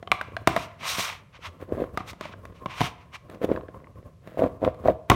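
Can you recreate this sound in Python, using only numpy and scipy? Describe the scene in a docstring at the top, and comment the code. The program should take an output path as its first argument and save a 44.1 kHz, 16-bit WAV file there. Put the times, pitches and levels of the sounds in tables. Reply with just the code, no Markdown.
"""A quiet kitchen, close up: raw potato strips are shaken and tossed in flour in a bowl.
Strips knock on the bowl wall and make it ring; short pitched taps and clacks sound alone or within knocks.
The floury heap slides with a hiss of many tiny clicks; strips tumble and land in runs of soft thuds.
Flour trickles after the knocks, the handled bowl rumbles, and a short echo and faint room tone surround it."""
import sys
import numpy as np
from scipy import signal
from scipy.fft import rfft, irfft, next_fast_len
from scipy.io import wavfile

SR = 44100
rng = np.random.default_rng(int(sys.argv[2]) if len(sys.argv) > 2 else 0)


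def file_out(sig):
    """Save sig as 16-bit WAV at sys.argv[1]."""
    # one column per channel
    cols = np.atleast_2d(sig).T
    # limit, then scale
    lim = np.clip(cols, -1, 1)
    pcm = np.round(lim * 32767).astype(np.int16)
    wavfile.write(sys.argv[1], SR, pcm)


N = 227115
TIME = np.arange(N) / SR
BLOW = TIME[:SR // 8]   # time within one short blow, in seconds

# Hard knocks on the bowl, with relative levels:
# start_s [s], ring_db of the wall [dB], thump_db of the whole bowl [dB], cushion_db by flour [dB]
KNOCK_EVENTS = [(0.0273, -40.5, -47, 36), (0.0747, -38.5, -56, 44), (0.1168, -20, -48, 17.5),
                (0.2129, -35.5, -60, 15), (0.3665, -32, -72, 25.5), (0.4735, -14, -20, 15),
                (0.5637, -20, -41, 23.5), (0.5746, -32.5, -30.5, 24), (0.9834, -35.5, -34.5, 12),
                (0.994, -33.5, -40, 15), (1.9741, -26.5, -36.5, 23), (2.0052, -36.5, -38, 42),
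                (2.1319, -46.5, -43, 19), (2.21, -35, -47, 17), (2.254, -36.5, -46, 29),
                (2.34, -47, -47, 50), (2.453, -43, -56, 18), (2.6594, -29, -33.5, 40),
                (2.8067, -24, -26.5, 20), (2.814, -22.5, -22.5, 24), (3.299, -51, -47.5, 12),
                (3.3466, -54, -47, 18), (3.447, -42.5, -45, 9.5), (4.274, -46, -42.5, 21),
                (4.6485, -29, -55, 29.5), (4.745, -59, -52, 15), (4.8754, -32, -45, 35),
                (5.0996, -12, -16, 15), (5.102, -44, -14, 32), (5.1133, -20, -27, 53),
                (5.117, -14.5, -18, 42)]
# Sound of strips rubbing and coarse flour: pitch_hz [Hz], level_db [dB per Hz, relative]
RUSTLE_SPECTRUM = [(200, -31), (450, -11), (650, -3), (830, 1), (1080, 5.5), (1600, -2), (2400, 2),
                   (3200, -3), (4000, -9.5), (4900, -14.5), (5800, -15.5), (8000, -28.5), (16000, -53.5)]
# Hiss of fine, loose flour: pitch_hz [Hz], level_db [dB per Hz, relative]
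POWDER_SPECTRUM = [(1500, -20), (3800, 2), (4800, -5), (5800, -1), (7300, -9), (9000, -8), (10500, -16),
                   (12000, -11.5), (16000, -21)]
CLACK_LOSES = 0.31   # cushioning takes all its dB off the crack and this share off the clack


def from_db(db):
    """Turn decibels into an amplitude factor."""
    return 10 ** (np.asarray(db) / 20)


def rms_one(x):
    """Scale a steady sound to an rms of 1."""
    return x / np.sqrt(np.mean(x ** 2) + 1e-20)


def energy_one(x):
    """Scale a short sound to a total energy of 1."""
    return x / np.sqrt(np.sum(x ** 2) + 1e-20)


def at_level(sound, db):
    """Scale a short sound so that its energy equals 10 ms at this rms level."""
    return from_db(db) * np.sqrt(SR / 100) * energy_one(sound)


def at_hz(points, hz):
    """Read a table on a log-frequency axis."""
    known, value = np.transpose(points)
    return np.interp(np.log(np.maximum(hz, 1)), np.log(known), value)


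def cut(x, hz, kind, order=2):
    """Keep only the low, high or middle part of a sound."""
    sos = signal.butter(order, np.clip(hz, 10, .45 * SR), kind, fs=SR, output="sos")
    return signal.sosfilt(sos, x)


def resonate(x, hz, width_hz):
    """Let a sound drive one damped resonance; a wider one dies sooner."""
    r = np.exp(-np.pi * width_hz / SR)
    drive = np.array([1, 0, -1]) * (1 - r * r) / 2
    feedback = [1, -2 * r * np.cos(2 * np.pi * hz / SR), r * r]
    return signal.lfilter(drive, feedback, x + 1e-18)


def colour(x, spectrum):
    """Shape a steady sound with a spectrum and bring it to an rms of 1."""
    size = next_fast_len(N)
    gain = from_db(at_hz(spectrum, np.fft.rfftfreq(size, 1 / SR)))
    return rms_one(irfft(rfft(x, size) * gain, size)[:N])


def dying(t60, t=BLOW):
    """Fade that falls by 60 dB in t60 seconds."""
    return np.exp(-np.log(1000) * t / t60)


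def grains(per_s, spread_db):
    """Make random clicks of uneven size and either sign."""
    clicks = rng.random(N) < per_s / SR
    size = from_db(spread_db * np.clip(rng.standard_normal(N), -2, 2))
    return clicks * rng.choice([-1, 1], N) * size


def wander(per_s):
    """Slow chance with a spread of 1; the filter's first second is left out."""
    return rms_one(cut(rng.standard_normal(N + SR), per_s, "low")[SR:])


def swells(rows, curve, column):
    """Gain of overlapping movements; each is a tenth as strong one rise before its height and one fall after."""
    power = 0
    for row in rows:
        height_s, rise_s, fall_s = row[:3]
        away = np.maximum((height_s - TIME) / rise_s, (TIME - height_s) / fall_s)
        level_db = row[column] - 20 * np.minimum(away, 10) ** curve
        power = power + from_db(level_db) ** 2
    return np.sqrt(power)


def add(track, s, sound):
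    """Mix a short sound into a track at a given second."""
    start = max(round(s * SR), 0)
    track[start:start + len(sound)] += sound[:max(N - start, 0)]


def burst(t60, low_hz, high_hz, order=1):
    """Flour crushed in a contact: a short spray of noise."""
    spray = cut(rng.standard_normal(len(BLOW)) * dying(t60), low_hz, "high")
    return energy_one(cut(spray, high_hz, "low", order=order))


def room_tone():
    """Steady noise of the quiet room, strongest in the bass."""
    # pitch_hz [Hz], level_db [dB per Hz, relative]
    tone_spectrum = [(15, -49.5), (25, -22), (59, -5.5), (108, -2), (166, -1), (249, -27), (863, -41),
                     (1120, -30.5), (1450, -42), (1700, -35), (1890, -34), (12500, -48), (16000, -67)]
    return from_db(-57) * colour(rng.standard_normal(N), tone_spectrum)


def kitchen(x):
    """Diffuse reflections that build up in a few milliseconds; the middle lasts longest, bass and treble die sooner."""
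    # Strength of the echo: pitch_hz [Hz], level_db [dB]
    echo_levels = [(100, -7), (300, -12), (600, -14.5), (820, -12), (1100, -11.5), (1600, -17.5),
                   (2500, -16.5), (6000, -14), (14000, -15)]
    # How long it lasts: pitch_hz [Hz], t60_s, the time to fall by 60 dB [s]
    echo_fades = [(100, 0.15), (500, 0.51), (2000, 0.64), (6000, 0.25), (14000, 0.21)]
    t, response = TIME[:SR * 3 // 4], 0
    build_up = 1 - np.exp(-t / 0.001865)
    edges = np.geomspace(50, 18000, 18)
    for low, high in zip(edges, edges[1:]):
        hz = np.sqrt(low * high)
        tail = rng.standard_normal(len(t)) * dying(at_hz(echo_fades, hz), t) * build_up
        band = cut(energy_one(tail), [low, high], "band")
        response = response + from_db(at_hz(echo_levels, hz)) * band
    return signal.fftconvolve(x, response)[:N]


def handling(uneven_db=4.5, rim_uneven_db=3.0):
    """The bowl moved in the hands rumbles softly and unevenly, and its rim sings faintly."""
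    # The bowl carried and rocked in the hands: time_s [s], level_db before the unevenness [dB, relative]
    carry_levels = [(0.0, -47), (0.83, -51.5), (1.32, -56), (1.67, -50.5), (1.83, -43.5), (2.28, -46),
                    (2.76, -46.5), (3.28, -56), (3.51, -46.5), (3.76, -49.5), (4.06, -51), (4.35, -66),
                    (4.49, -50), (5.05, -50)]
    # Its rumble: pitch_hz [Hz], level_db [dB per Hz, relative]
    rumble_spectrum = [(20, -19), (40, -5), (60, -6), (90, 5), (140, -8), (200, -9.5), (300, -16),
                       (600, -14), (820, -26.5), (1100, -25), (1500, -31.5), (4000, -51)]
    rim_db, rim_hz, rim_width_hz = -17, 1076, 76   # level against the handling level
    level_db = np.interp(TIME, *np.transpose(carry_levels)) + uneven_db * wander(7)
    rim_ring = resonate(rng.standard_normal(N), rim_hz, rim_width_hz)
    rim_ring = rms_one(resonate(rim_ring, rim_hz, 2 * rim_width_hz))
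    rim = from_db(rim_db + rim_uneven_db * wander(8.7)) * rim_ring
    rumble = from_db(-2.5) * colour(rng.standard_normal(N), rumble_spectrum)
    return from_db(level_db) * (rumble + rim)


def settling(t60=0.53, lag_s=.006):
    """Each knock shakes flour loose, which trickles down the wall; less cushioning lets more fine powder fly."""
    coarse, fine, t = np.zeros(N), np.zeros(N), TIME[:SR]
    trickle = dying(t60, t) * (1 - np.exp(-t / lag_s))
    for s, ring_db, _, cushion_db in KNOCK_EVENTS:
        add(coarse, s, from_db(ring_db - CLACK_LOSES * cushion_db - 19) * trickle)
        add(fine, s, from_db(ring_db - cushion_db - 23) * trickle)
    crumbs = cut(colour(grains(per_s=7500, spread_db=4.5), RUSTLE_SPECTRUM), 3600, "low", order=1)
    powder = colour(rng.standard_normal(N), POWDER_SPECTRUM)
    return coarse * crumbs + fine * powder


def sliding():
    """Floury strips rub in countless tiny slips, catching now and then; loose powder hisses above them."""
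    # The heap slides over the bowl: height_s, at full speed [s], rise_s [s], fall_s [s],
    # rustle_db [dB, relative], powder_db [dB, relative]
    slide_moves = [(0.5, 0.035, 0.051, -41, -64), (0.62, 0.13, 0.049, -42, -49.5),
                   (0.85, 0.055, 0.1, -35, -51), (0.91, 0.069, 0.051, -32, -31.5),
                   (1.0, 0.087, 0.11, -32.5, -34), (1.08, 0.074, 0.11, -36.5, -50),
                   (1.355, 0.028, 0.032, -47.5, -80), (1.465, 0.055, 0.029, -39, -55),
                   (2.0, 0.044, 0.031, -48.5, -72), (2.1, 0.039, 0.022, -42.5, -46.5),
                   (2.255, .06, 0.056, -44, -62), (2.33, 0.026, 0.0087, -47.5, -70),
                   (2.565, 0.027, 0.075, -59.5, -72), (2.71, 0.034, 0.054, -41.5, -61),
                   (2.83, 0.082, 0.082, -33.5, -44), (3.01, 0.027, 0.054, -58.5, -82),
                   (3.15, 0.028, 0.025, -41.5, -56)]
    slide_curve = 2.12   # a slide swells and fades as a rounded hump
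    catch_db, catches_per_s = 1.5, 21.5   # the strips catch and slip as they go
    rustle = colour(grains(per_s=8000, spread_db=4.5), RUSTLE_SPECTRUM)
    powder = colour(grains(per_s=17000, spread_db=0.5), POWDER_SPECTRUM)
    rustle = swells(slide_moves, slide_curve, column=3) * rustle
    powder = swells(slide_moves, slide_curve, column=4) * powder
    return from_db(catch_db * wander(catches_per_s)) * (rustle + powder)


def heap(force, scatter_db):
    """The damped answer of the soft heap and the bowl under it, as a sum of resonances."""
    # pitch_hz [Hz], width_hz [Hz], level_db before the scatter [dB, relative]
    heap_modes = [(149, 394, 4), (293, 30, -5.5), (500, 57, 4), (624, 31, 3), (1002, 123, -1)]
    return sum(from_db(db + scatter_db * rng.standard_normal()) * resonate(force, hz, width_hz)
               for hz, width_hz, db in heap_modes)


def tumbling():
    """Many lighter touches of falling strips, flour crumbling between them, and the bowl swaying under the load."""
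    # Bouts of loose strips tumbling: height_s [s], rise_s [s], fall_s [s],
    # patter_db [dB, relative], crumbs_db [dB, relative]
    tumble_bouts = [(0.482, 0.004, 0.03, -55, -37), (0.58, .08, 0.093, -51, -61),
                    (1.617, .03, 0.042, -48.5, -51.5), (1.815, 0.14, 0.07, -33.5, -51),
                    (2.82, .025, 0.062, -44.5, -57), (3.32, 0.046, .08, -43, -55),
                    (3.44, 0.03, 0.024, -28.5, -40.5), (3.52, 0.073, 0.096, -30, -52.5),
                    (3.8, 0.25, 0.21, -54, -72), (4.28, 0.064, 0.21, -49.5, -58.5),
                    (4.396, 0.028, 0.031, -33, -45), (4.44, 0.088, 0.064, -28, -47),
                    (4.65, 0.042, 0.061, -26, -46.5), (4.88, 0.051, 0.061, -25, -44.5),
                    (5.125, 0.035, 0.031, -29.5, -40.5)]
    # Flour crumbling between the strips: pitch_hz [Hz], level_db [dB per Hz, relative]
    crumb_spectrum = [(400, -14), (1100, 3), (1600, 2.5), (2500, -5.5), (3800, -11.5), (5200, -21),
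                      (9000, -23), (16000, -20.5)]
    tumble_curve = 1.75   # a tumble comes to a sharper point than a slide
    sway_db, sway_hz = -14, 95   # level against the patter, upper pitch limit
    touches = cut(grains(per_s=260, spread_db=3.0), 810, "low", order=3)
    patter = rms_one(heap(touches, scatter_db=1))
    sway = from_db(sway_db) * rms_one(cut(rng.standard_normal(N), sway_hz, "low"))
    crumbs = colour(grains(per_s=2200, spread_db=4.0), crumb_spectrum)
    falling = swells(tumble_bouts, tumble_curve, column=3) * (patter + sway)
    return falling + swells(tumble_bouts, tumble_curve, column=4) * crumbs


def landings(softness=1.276, flex_width_hz=300, flex_db=9, pitch_spread=0.07):
    """A soft strip pushes for about a millisecond and flexes for a few cycles; a longer push gives a duller thud."""
    # Strips landing on the heap: start_s [s], thud_db [dB, relative]
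    landing_events = [(0.2842, -46), (0.32, -45.5), (1.3904, -51.5), (1.625, -37), (1.691, -42.5),
                      (1.722, -22.5), (1.8006, -26), (1.819, -22.5), (1.8392, -31.5), (2.3552, -54),
                      (2.523, -51), (2.6212, -44.5), (3.415, -30.5), (3.4338, -29), (3.4429, -20.5),
                      (3.49, -27.5), (3.5055, -30), (3.515, -17.5), (3.5732, -30.5), (3.6342, -43),
                      (3.6873, -39), (3.9566, -52.5), (3.985, -51.5), (4.0279, -52), (4.373, -29),
                      (4.3924, -24), (4.4205, -16), (4.4308, -29), (4.439, -19), (4.4616, -24.5),
                      (4.6183, -33.5), (4.6289, -23.5), (4.6384, -22), (4.666, -22.5), (4.676, -16.5),
                      (4.6854, -35), (4.7424, -48), (4.8566, -19.5), (4.8747, -25.5), (4.8839, -10.5),
                      (4.8986, -18.5)]
    gentle_hz, brisk_hz, brisk_from_s = 437, 605, 4.2   # the last tosses are brisker, their thuds higher
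    tick_at_0_db, tick_follows = -36.5, 0.58   # tick under a 0 dB thud; share of the thud's dB it follows
    tick_scatter_db = 3
    boom_db, boom_hz, boom_width_hz = -18, 76.3, 110   # each landing also pushes the whole bowl down
    out = np.zeros(N)
    touch = signal.unit_impulse(len(BLOW))
    boom = cut(resonate(touch, boom_hz, boom_width_hz), 2 * boom_hz, "low")
    chance = np.clip(rng.standard_normal((len(landing_events), 2)), -2, 2)
    for (s, thud_db), (higher, harder) in zip(landing_events, chance):
        base_hz = brisk_hz if s > brisk_from_s else gentle_hz
        pitch_hz = base_hz * np.exp(pitch_spread * higher)
        push = cut(touch, softness * pitch_hz, "low", order=4)
        flex = from_db(flex_db) * resonate(push, pitch_hz, flex_width_hz)
        thud = heap(push + flex, scatter_db=3.5)
        tick = burst(0.042, 900, 1900, order=3)
        tick_db = tick_at_0_db + tick_follows * thud_db + tick_scatter_db * harder
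        add(out, s, at_level(thud, thud_db) + at_level(tick, tick_db) + at_level(boom, thud_db + boom_db))
    return out


def taps(t60=0.014, touch_share=.35, dull_hz=3400):
    """Each tap or clack is a short click plus a decaying tone that rings for a moment at its own pitch."""
    # Pitched taps of strip ends, and short pitched clacks and rings within some of the knocks:
    # start_s [s], level_db [dB, relative], pitch_hz [Hz]
    tap_events = [(0.0745, -47, 1190), (0.0745, -42.5, 3100), (0.1167, -18, 2340), (0.1232, -23.5, 1143),
                  (0.2119, -30, 1540), (0.3669, -32, 1585), (1.8393, -42, 1090), (1.893, -56, 1060),
                  (2.337, -46.5, 1570), (3.562, -40.5, 1670.0), (3.5749, -37, 1035), (3.6102, -49, 1090),
                  (3.684, -50.5, 1640), (3.7448, -45.5, 1020), (3.8019, -56, 1075), (3.8436, -56.5, 2030),
                  (3.8708, -52, 1100), (4.439, -30.5, 1030)]
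    out = np.zeros(N)
    for s, db, hz in tap_events:
        ring = energy_one(np.sin(2 * np.pi * hz * BLOW) * dying(t60))
        click = burst(0.0073, 0.54 * hz, 1.65 * hz, order=3)
        add(out, s, at_level(ring + touch_share * click, db))
    return cut(out, dull_hz, "low", order=3)


def bowl_ring(modes, scatter_db, detune=0.019):
    """Every blow lands elsewhere and the load shifts, so the modes change in strength and a little in pitch."""
    ring = 0
    chance = np.clip(rng.standard_normal((len(modes), 2)), -2, 2)
    for k, ((hz, db, t60), (louder, sharper)) in enumerate(zip(modes, chance)):
        tone = np.sin(2 * np.pi * hz * (1 + detune * sharper) * BLOW) * dying(t60)
        ring = ring + from_db(db + scatter_db * louder) * tone * (-1) ** k   # every other mode is flipped
    return ring


def knocks(thump_hz=125, thump_width_hz=130, split_hz=1450, slap_share=0.43):
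    """Strips slap the wall so it rings and the bowl thumps; the first touch clacks and cracks unless cushioned."""
    # Ringing of the bowl with its load, before each blow's scatter:
    # pitch_hz [Hz], level_db [dB, relative], t60_s, the time to fall by 60 dB [s]
    bowl_modes = [(310, -12, 0.0054), (654, 0.5, 0.033), (764, -5, 0.045), (1033, 1.5, 0.02),
                  (1110, -9, 0.037), (1160, -3, 0.024), (1660, 3.5, 0.0057), (2030, -4.5, 0.024),
                  (2353, -4, 0.009), (3594, -2.5, .005)]
    out = np.zeros(N)
    low_modes = [mode for mode in bowl_modes if mode[0] < split_hz]
    high_modes = [mode for mode in bowl_modes if mode[0] >= split_hz]
    thump = cut(resonate(signal.unit_impulse(len(BLOW)), thump_hz, thump_width_hz), 380, "low")
    for s, ring_db, thump_db, cushion_db in KNOCK_EVENTS:
        slap = slap_share * burst(0.021, 350, 1160, order=4)
        wall = energy_one(bowl_ring(low_modes, scatter_db=6.5, detune=0.03)) + slap
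        clack = energy_one(bowl_ring(high_modes, scatter_db=1.5)) + burst(0.024, 1200, 2710, order=3)
        crack = burst(0.015, 2700, 5600)
        wall_db = ring_db + .5
        add(out, s, at_level(thump, thump_db) + at_level(wall, wall_db)
            + at_level(clack, wall_db - CLACK_LOSES * cushion_db) + at_level(crack, wall_db - cushion_db))
    return out


def scene():
    """Mix all the sources; knocks and taps feed the echo at full level, the others a little less or not at all."""
    hard = knocks() + taps()
    soft = landings() + tumbling()
    slide = sliding()
    echo = kitchen(hard + from_db(-4.5) * soft + from_db(-1.5) * slide)
    return (hard + soft + slide + settling() + echo + handling() + room_tone())[None]


def record(dry, hollow_hz=815, hollow_width_hz=90, hollow_depth=0.57, cutoff_hz=16000):
    """A narrow hollow in the middle; the microphone loses the lowest bass and top treble and rounds loud peaks."""
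    hollowed = dry - hollow_depth * resonate(dry, hollow_hz, hollow_width_hz)
    coloured = cut(hollowed, 46, "high", order=4)
    rounded = 0.83 * np.tanh(coloured / 0.71)
    steep_cut = signal.ellip(10, .1, 80, cutoff_hz, fs=SR, output="sos")
    return signal.sosfilt(steep_cut, rounded)


dry = scene()
out = record(dry)
file_out(out)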